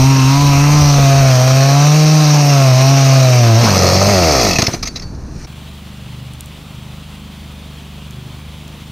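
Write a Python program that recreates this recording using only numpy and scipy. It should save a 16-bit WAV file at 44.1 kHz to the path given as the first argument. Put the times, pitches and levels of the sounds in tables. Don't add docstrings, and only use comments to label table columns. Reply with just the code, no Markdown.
import sys
import numpy as np
from scipy import signal
from scipy.io import wavfile
from scipy.ndimage import uniform_filter1d

SR = 44100
rng = np.random.default_rng(int(sys.argv[2]) if len(sys.argv) > 2 else 0)


def invert_db(x):
    u = np.asarray(x, float) / 20
    return 10 ** u


def unload_audio(sound):
    columns = np.transpose(np.atleast_2d(sound))
    steps = np.round(np.clip(columns, -1, 1) * 32767)
    wavfile.write(sys.argv[1], SR, steps.astype(np.int16))


N = 393319

# time in seconds, crank turns in Hz.
CUTTING = [(0.0, 129.6), (0.1, 135.9), (0.23, 130.7), (0.42, 143.8), (0.55, 139.5), (0.75, 149.3),
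           (1.06, 137.2), (1.2, 137.4), (1.38, 125.7), (1.75, 140.7), (1.96, 152.5), (2.15, 154.1),
           (2.51, 142.8), (2.74, 127.1), (2.92, 137.6), (3.19, 132.6), (3.37, 122.5), (3.55, 110.9)]
# time in seconds, crank turns in Hz.
LIFTED = [
    (3.62, 121),
    (3.7, 99.97),
    (3.75, 93.5),
    (3.88, 89.84),
    (4.11, 102.8),
    (4.58, 35.51),
]
# time in seconds, peak in dB.
MISSES = [
    (0.234, -22),
    (0.374, -29),
    (0.536, -21),
    (0.679, -18),
    (0.727, -16),
    (0.969, -13),
    (1.059, -31),
    (1.234, -21),
    (1.329, -28),
]
# frequency in Hz, level in dB.
MUFFLER = [(250, -8), (400, -9), (520, -4.5), (670, 0.5), (800, -8.5), (950, -15), (1070, -6.5),
           (1300, -16), (1700, -19.5), (2000, -23), (2600, -17), (3400, -59)]
# frequency in Hz, level in dB.
MUFFLER_FAR = [(250, 2.5), (450, -9), (650, -5), (800, -3), (1000, 1.5), (1150, -4.5), (1350, -10.5),
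               (1700, -20), (2600, -8), (3400, -32)]
# frequency in Hz, level in dB.
MUFFLER_FREE = [(60, -17), (120, 7), (250, 0.5), (400, -2), (550, -2.5), (690, 4.5), (850, -9.5),
                (1000, -12), (1250, -7), (1500, -16.5), (2600, -21), (3400, -34)]
# frequency in Hz, change in dB.
THROTTLE_OPEN = [(200, 0.5), (330, -8.5), (470, 7), (580, 1.5), (720, -6), (1000, 3), (1300, 1.5)]
PORTS_DB = {3: -8, 4: 3, 6: 3, 7: 1, 8: 4}
# frequency in Hz, density in dB per Hz.
METAL = [(760, -27.5), (1300, 1.5), (1430, -8), (1650, -5), (1770, -8), (2010, -7), (2570, -2),
         (2910, -6.5), (3500, -9.5), (4120, -2.5), (5060, -4.5), (5490, 0.5), (6040, 0.5), (6510, -4),
         (7600, -22.5), (9880, -44), (16700, -120)]
# frequency in Hz, density in dB per Hz.
METAL_FREE = [(760, -24), (1300, 1), (1580, -30.5), (1800, -3), (2600, -3), (3130, -13.5), (3370, -6.5),
              (3680, -12), (4000, -1.5), (4670, 1), (5530, -0.5), (6370, -0.5), (7600, -20.5),
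              (9880, -50.5), (16700, -120)]
# frequency in Hz, density in dB per Hz.
SHIMMER = [(4120, -25), (7000, -10), (7590, -13), (8310, -1.5), (8760, -2.5), (11200, -20), (12200, -7),
           (12800, -2.5), (14700, -16), (15600, -14)]
# frequency in Hz, density in dB per Hz.
RUMBLE = [(20, -15), (60, -1), (200, 2.5), (400, 0), (1000, 4), (1600, -25)]
# time in seconds, half length in seconds, level in dB.
GUSTS = [
    (0, .1, -21),
    (.47, 0.24, -24),
    (1.0, 0.36, -23),
    (1.53, .06, -36),
    (1.75, .08, -38),
    (2.86, .15, -44.5),
    (4.0, .25, -29.5),
    (4.48, .15, -31),
]
# time in seconds, peak in dB, ring centre in Hz, length in seconds.
CLANKS = [(4.5837, 14.5, 6340, 0.0036), (4.6168, 4, 6400, 0.0087), (4.634, -12.5, 5200, 0.033),
          (4.665, 4, 5170, 0.0076), (4.7265, -15.5, 5940, 0.025), (4.741, -8, 5948, 0.0082),
          (4.7894, -33, 4260, 0.01), (4.8244, -9.5, 4960, 0.018), (4.851, -17, 6063, 0.021),
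          (4.8687, -11, 6501, 0.017), (4.9044, -41, 4600, 0.01), (4.954, -17.5, 3958, 0.025),
          (4.994, -14, 5140, 0.0058), (5.016, -25, 4430, 0.02063), (5.146, -33, 4635, 0.0077),
          (5.428, -39, 6100, 0.01), (5.442, -26, 5470, 0.0083)]
# time in seconds, peak in dB.
POPS = [
    (4.588, 5.5),
    (4.626, 3),
    (4.681, 1.5),
    (4.739, -4),
    (4.829, -14),
    (4.87, -18.5),
    (4.959, -21),
]
# time in seconds, level in dB, frequency in Hz, 60 dB decay in seconds.
PINGS = [
    (4.884, -25, 4560, 0.11),
    (5.031, -34.5, 4510, 0.36),
    (4.511, -7.5, 2610, .04),
    (4.533, -13, 2610, .04),
    (4.558, -5, 2560, 0.053),
    (4.734, -14, 6040, 0.08),
    (4.862, -14, 6050, 0.055),
]
# frequency in Hz, density in dB per Hz.
YARD_WIND = [(12, -43), (20, 1), (54, -3.5), (154, -8), (178, -10.5), (233, -12.5), (455, -24.5),
             (1500, -36), (1950, -44), (3300, -120)]
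# frequency in Hz, density in dB per Hz.
YARD_RUSTLE = [(760, -34), (1300, -5), (1770, -7), (2070, -12), (2300, -7), (3190, -17), (3840, -12),
               (4170, -5), (4820, -10), (6110, -4), (7590, -21), (9320, -17), (11200, -32), (12800, -25),
               (15300, -32)]
# time in seconds, half length in seconds, level in dB.
RUSTLES = [
    (4.7, .06, -28),
    (4.9, 0.13, -49),
    (5.44, 0.089, -45.5),
]
# order, level in dB.
DRONE = [(1, -56), (2, -46), (3, -38), (4, -53), (6, -39), (7, -49), (8, -43), (9, -48), (10, -57),
         (11, -56), (12, -59)]
# time in seconds, half length in seconds, level in dB.
SWELLS = [
    (5.5, .12, -40),
    (6.2, .24, -33.5),
    (6.85, 0.14, -36),
    (7.5, .1, -46),
    (8.23, 0.15, -34),
    (8.66, 0.0375, -45),
    (8.92, .12, -44),
]
# frequency in Hz, density in dB per Hz.
NIGHT = [(4.7, -46), (8.0, -14), (27, -15), (59, -4.5), (112, -2), (145, -5), (212, -8), (330, -11.5),
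         (500, -15), (1070, -15), (1730, -21), (3260, -14.5), (5260, -26), (14500, -34.5), (16000, -30)]
# frequency in Hz, side relative to mid in dB.
NIGHT_SIDE = [(60, -59), (110, -60), (200, -42.5), (380, -18), (700, -18), (1290, -19.5), (2380, -20),
              (4400, -20), (8120, -3.5), (15000, -3)]
# time in seconds, peak in dB, centre in Hz.
TICKS = [
    (6.336, -27, 9430),
    (6.4078, -17, 8240),
    (6.4597, -25, 8410),
    (8.109, -27, 7470),
    (8.6797, -30, 6980),
]

# far dB, close dB, free at 100 Hz dB, free dB per octave of speed
FIRST_DB = (-7.5, -7, -13, 12)
SECOND_DB = (-17, -20, -17.5, 5)
FIFTH_DB = (-30, -17, -26.5, 5)
BARK_DB = (-19, -20, -12, 4)
CHAIN_DB = (-19, -17.5, -15, -1)
SHIMMER_DB = (-14.5, -15, -15.5, 1)
APPROACH_S = (.6, 1.1)
LIFT_S, JOLT_S, SHUT_S = 3.58, (3.72, 3.8), 4.1
RELEASE_S = .05
LUG_HZ = 122
RUMBLE_DB, CALM_DB = -25.5, -69
SAW_END_S = CLANKS[0][0]
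YARD_S, CHANGE_S = 4.7, 5.463
NIGHT_DB = -38


def evened(x):
    return x / np.sqrt(np.mean(x ** 2) + 1e-20)


def read(points, hz):
    f, value = np.transpose(points)
    return np.interp(np.log(hz + 1), np.log(f + 1), value)


def add(mix, s, sound):
    part = mix[round(s * SR):][:len(sound)]
    part += sound[:len(part)]


def ramp(t, start, stop):
    return np.clip((t - start) / (stop - start), 0, 1)


def bumps(rows, t, floor_db):
    return invert_db(floor_db) + sum(invert_db(db) * np.exp(-((t - s) / half) ** 2) for s, half, db in rows)


def drift(length, count):
    return np.interp(np.linspace(0, count - 1, length), np.arange(count), rng.standard_normal(count)) * 1.35


def colour(x, points):
    hz = abs(np.fft.fftfreq(8192, 1 / SR))
    log_gain = np.log(invert_db(np.maximum(read(points, hz), -100)))
    response = np.fft.ifft(np.exp(np.conj(signal.hilbert(log_gain)))).real[:3000]
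    return signal.oaconvolve(x, response)[:len(x)]


def resonate(x, hz, width):
    r = np.exp(-np.pi * width / SR)
    return 2 * signal.lfilter([1 - r], [1, -r * np.exp(2j * np.pi * hz / SR)], x).real


def patchy(points, length, patchy_db, flicker_db):
    real, imaginary, patches = rng.standard_normal((length // 128 + 5, 257, 3)).T
    flicker = evened(uniform_filter1d(patches[0], size=6))
    patches = uniform_filter1d(patches, size=3, axis=0)
    patches = evened(uniform_filter1d(patches, size=50, axis=1))
    z = (real + 1j * imaginary) * invert_db(patchy_db * patches + flicker_db * flicker)
    noise = signal.istft(z, nperseg=512, noverlap=384)[1][:length]
    return evened(colour(noise, points))


def stance(t):
    lift, shut = ramp(t, LIFT_S, LIFT_S + .06), ramp(t, SHUT_S, SHUT_S + .06)
    jolt = lift - ramp(t, *JOLT_S)
    settle = lift * np.exp(-np.maximum(t - JOLT_S[0], 0) / .14)
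    rough = .15 + (.6 - .15) * settle
    rough += (.06 - rough) * shut
    return 1 - ramp(t, *APPROACH_S) + jolt / 2, lift - jolt / 2, rough


def level(row, t, hz, close_db=0):
    far_db, near_db, free_db, per_octave_db = row
    near, lift = ramp(t, *APPROACH_S), ramp(t, LIFT_S + 0.02, LIFT_S + 0.07)
    cutting = (1 - near) * far_db + near * (near_db + close_db)
    return (1 - lift) * cutting + lift * (free_db + per_octave_db * np.log2(hz / 100))


def uneven_firing(t):
    miss = sum(invert_db(db) * np.exp(-((t - s - .02) / 0.0095) ** 2) for s, db in MISSES)
    start, attack = 3.62, .08
    stutter = ramp(t, start, start + attack) ** 2 * (1 - ramp(t, SHUT_S, SHUT_S + RELEASE_S))
    stutter = np.sqrt(2) * stutter * invert_db(-15 - 18 * (t - start - attack))
    return miss, stutter


def crank_orders(t, hz, angle, miss, half):
    far, free, _ = stance(t)
    notch_db = -9 * np.exp(-((2 * hz - 250) / 12) ** 2)
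    fifth_peak_db, sixth_peak_db = (-10 * np.log10(1 + ((k * hz - 655) / 68) ** 4) for k in (5, 6))
    first_db = level(FIRST_DB, t, hz) + .7 * drift(len(hz), count=50)
    second_db = level(SECOND_DB, t, hz, notch_db) + 1.6 * drift(len(hz), count=40)
    fifth_db = level(FIFTH_DB, t, hz, fifth_peak_db) + (.9 + 3 * (far + free)) * drift(len(hz), count=50)
    orders = invert_db(first_db) * np.cos(angle + 0.66)
    orders += invert_db(second_db) * np.cos(2 * angle + .5)
    orders += invert_db(fifth_db) * np.cos(5 * angle)
    close = np.clip(1 - 2 * (far + free), 0, 1)
    orders -= close * invert_db(FIFTH_DB[1] - 2.5 + sixth_peak_db) * np.cos(6 * angle)
    labour = np.clip((LUG_HZ - hz) / 10, 0, 1)
    orders -= close * labour * invert_db(-22) * np.cos(3 * angle)
    halves = miss * np.cos(angle / 2)
    halves += half * (np.cos(3 * angle / 2) + .5 * np.cos(5 * angle / 2))
    return np.sqrt(2) * orders + halves


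def exhaust(hz, angle, uneven):
    far, free, rough = stance(np.arange(len(hz)) / SR)
    shares, pipes = (far, 1 - far - free, free), (MUFFLER_FAR, MUFFLER, MUFFLER_FREE)
    step = np.arange(0, len(hz), 100)
    throttle = free[step] * (1 - ramp(step / SR, SHUT_S, SHUT_S + .04))
    lines = np.zeros(len(hz))
    for k in [3, 4] + list(range(6, 34)) + list(np.arange(1.5, 14)):
        order_hz = k * hz[step]
        db = sum(share[step] * read(pipe, order_hz) for share, pipe in zip(shares, pipes))
        db += free[step] * PORTS_DB.get(k, 0) + 2.4 * drift(len(step), count=24)
        db += throttle * read(THROTTLE_OPEN, order_hz)
        size = invert_db(db) * (uneven[step] if k % 1 else 1)
        wave = -np.cos(k * angle + 0.8 * rng.standard_normal())
        lines += np.interp(np.arange(len(hz)), step, size) * wave
    lines /= np.sqrt(uniform_filter1d(lines ** 2, size=5000) + 1e-9)
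    turn = angle / (2 * np.pi) % 1
    puffs = rng.standard_normal(len(hz)) * (.5 + np.exp(-turn / 0.4))
    puffs = sum(share * evened(colour(puffs, pipe)) for share, pipe in zip(shares, pipes))
    return np.sqrt(1 - rough) * lines + np.sqrt(rough) * puffs


def chain_noise(t, hz):
    free = stance(t)[1]
    chain = np.sqrt(1 - free) * patchy(METAL, len(hz), 1.9, .7)
    chain += np.sqrt(free) * patchy(METAL_FREE, len(hz), 1.3, .7)
    chain += invert_db(level(SHIMMER_DB, t, hz)) * patchy(SHIMMER, len(hz), 0.711, 0.99)
    lug_db = -2.5 * np.maximum(LUG_HZ - hz, 0) / 10
    return invert_db(level(CHAIN_DB, t, hz, lug_db)) * chain


def wind_and_steps(t):
    rumble = invert_db(RUMBLE_DB) * patchy(RUMBLE, len(t), 2.5, 1.5)
    thump = patchy([(10, -2), (30, -17), (80, 2), (200, -41)], len(t), 1.0, 1.39)
    return rumble + bumps(GUSTS, t, CALM_DB) * thump


def kerf_scrape(t):
    rasp = resonate(rng.standard_normal(len(t)), 1150, 500)
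    rasp = evened(resonate(rasp, 1150, 500))
    return bumps([(3.685, .03, -17)], t, -120) * rasp


def saw():
    t = np.arange(round(SAW_END_S * SR)) / SR
    hz = np.interp(t, *np.transpose(CUTTING + LIFTED))
    turns = np.cumsum(hz * (1 + .003 * drift(len(hz), count=300))) / SR
    turns += 1000 - turns[-1]
    angle = 2 * np.pi * turns
    miss, stutter = uneven_firing(t)
    half = miss + stutter
    strength = 1 + 0.2 * np.interp(turns, np.arange(1001), rng.standard_normal(1001))
    bark = strength * exhaust(hz, angle, np.clip(0.08 + 5 * half, 0, .9))
    lug_db = 2 * np.maximum(LUG_HZ - hz, 0) / 10
    bark *= invert_db(level(BARK_DB, t, hz, lug_db) + 1.5 * ramp(t, SHUT_S, SHUT_S + RELEASE_S))
    pulsing = np.clip(np.maximum(0.21 + 1.7 * stutter, (72 - hz) / 42), 0, 1)
    gate = 1 - pulsing + 1.8176 * pulsing * strength * np.exp(-(turns % 1) / 0.49)
    out = crank_orders(t, hz, angle, miss, half) + bark
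    out += gate * (chain_noise(t, hz) + kerf_scrape(t)) + wind_and_steps(t)
    return out * np.clip((SAW_END_S - t) / 0.005083, 0, 1)


def pings():
    out, t = np.zeros(N), np.arange(SR // 2) / SR
    for s, db, hz, t60 in PINGS:
        add(out, s, invert_db(db - 60 * t / t60) * np.minimum(t / 0.0031, 1) * np.sin(2 * np.pi * hz * t))
    return out


def clanks():
    out, t = np.zeros(N), np.arange(5000) / SR
    wide = METAL_FREE[:-2] + [(f, db - 24.5) for f, db in SHIMMER[2:]]
    for s, db, hz, length in CLANKS:
        noise = rng.standard_normal(len(t))
        rattle = evened(colour(noise, wide)) + 0.69 * evened(resonate(noise, hz, 130))
        decay = np.exp(-(t / abs(length)) ** 3) + .2 * np.exp(-t / .02)
        add(out, s, invert_db(db - 8.5) * rattle * np.minimum(t / .006, 1) ** 1.5 * decay)
    return out


def pops():
    out, t = np.zeros(N), np.arange(5000) / SR
    for s, db in POPS:
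        push = np.exp(-t / 0.006062) * np.cos(2 * np.pi * 105 * t)
        push += 0.68 * np.exp(-t / 0.0038) * np.cos(2 * np.pi * 680 * t)
        tail = evened(resonate(rng.standard_normal(len(t)), 267.8, 190))
        push += 0.22 * np.exp(-t / 0.02981) * tail
        add(out, s, invert_db(db - 4.5) * np.minimum(t / 0.00098, 1) * push)
    return out


def yard():
    t = np.arange(round(CHANGE_S * SR)) / SR
    out = invert_db(-26) * patchy(YARD_WIND, len(t), 1.0964, 1.229)
    out += bumps(RUSTLES, t, -46.5) * patchy(YARD_RUSTLE, len(t), 1.3, 0.6)
    return out * np.clip((t - YARD_S) / 0.014, 0, 1) * np.clip((CHANGE_S - t) / 0.0042, 0, 1)


def generator(t):
    hz = 25.03 - .33 * np.cos(2 * np.pi * (t - 6.05) / 1.8)
    angle = 2 * np.pi * np.cumsum(hz) / SR
    drone = bumps(SWELLS, t, -54) * np.cos(5 * angle)
    drone += invert_db(-47.5) * np.exp(-((t - 8.2) / 0.1) ** 2) * np.cos(15 * angle)
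    for k, db in DRONE:
        waver = drift(len(t), count=16)
        phase = .15 * k ** 2 * (k % 2) + .2 * waver
        drone += invert_db(db + 1.3 * waver) * np.cos(k * angle + phase)
    return np.sqrt(2) * drone


def fire_ticks(length):
    out, t = np.zeros(length), np.arange(600) / SR
    for s, db, tick_hz in TICKS:
        burst = rng.standard_normal(len(t)) * np.exp(-t / 0.00073)
        snap = .6 * resonate(burst, 12600, 5980)
        snap += 1.27 * resonate(snap, tick_hz, 2500)
        snap += 0
        snap = .6 * resonate(burst, 12600, 5980) + 1.27 * resonate(burst, tick_hz, 2500)
        snap += 1.037 * resonate(burst, 3683, 700)
        add(out, s - CHANGE_S, invert_db(db + 2.5) * snap / abs(snap).max())
    return out


def camp():
    start = round(CHANGE_S * SR)
    t = np.arange(start, N) / SR
    hiss = patchy(NIGHT, len(t), 0.72, 0.68)
    mid = generator(t) + invert_db(NIGHT_DB) * hiss + fire_ticks(len(t))
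    side = invert_db(NIGHT_DB) * colour(np.roll(hiss, SR), NIGHT_SIDE)
    both = np.array([mid, side]) * np.clip((t - CHANGE_S) / 0.011, 0, 1)
    both = signal.oaconvolve(both, signal.firwin(301, 15750, fs=SR)[None], "same")
    return np.pad(both, ((0, 0), (start, 0)))


def top_side(mid):
    _, _, z = signal.stft(mid, SR, nperseg=256)
    z *= np.exp(2j * np.pi * rng.random(z.shape))
    side = signal.istft(z, SR, nperseg=256)[1][:N]
    band = signal.firwin(601, [11700, 15350], pass_zero=False, fs=SR, window=("kaiser", 9))
    return invert_db(-3.5) * signal.oaconvolve(side, band, "same")


def scene():
    mid = pings() + clanks() + pops()
    add(mid, 0, saw())
    add(mid, 0, yard())
    mid = np.clip(np.tanh(mid / 1.402) * 1.268, -.93, .93)
    mid = signal.oaconvolve(mid, signal.firwin(301, 15350, fs=SR), "same")
    far_mid, far_side = camp()
    side = top_side(mid) + far_side
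    mid = mid + far_mid
    return np.array([mid + side, mid - side])


def roll_off(x):
    return signal.sosfilt(signal.butter(12, 16460, fs=SR, output="sos"), x)


def record(dry):
    return roll_off(dry)


dry = scene()
out = record(dry)
unload_audio(out)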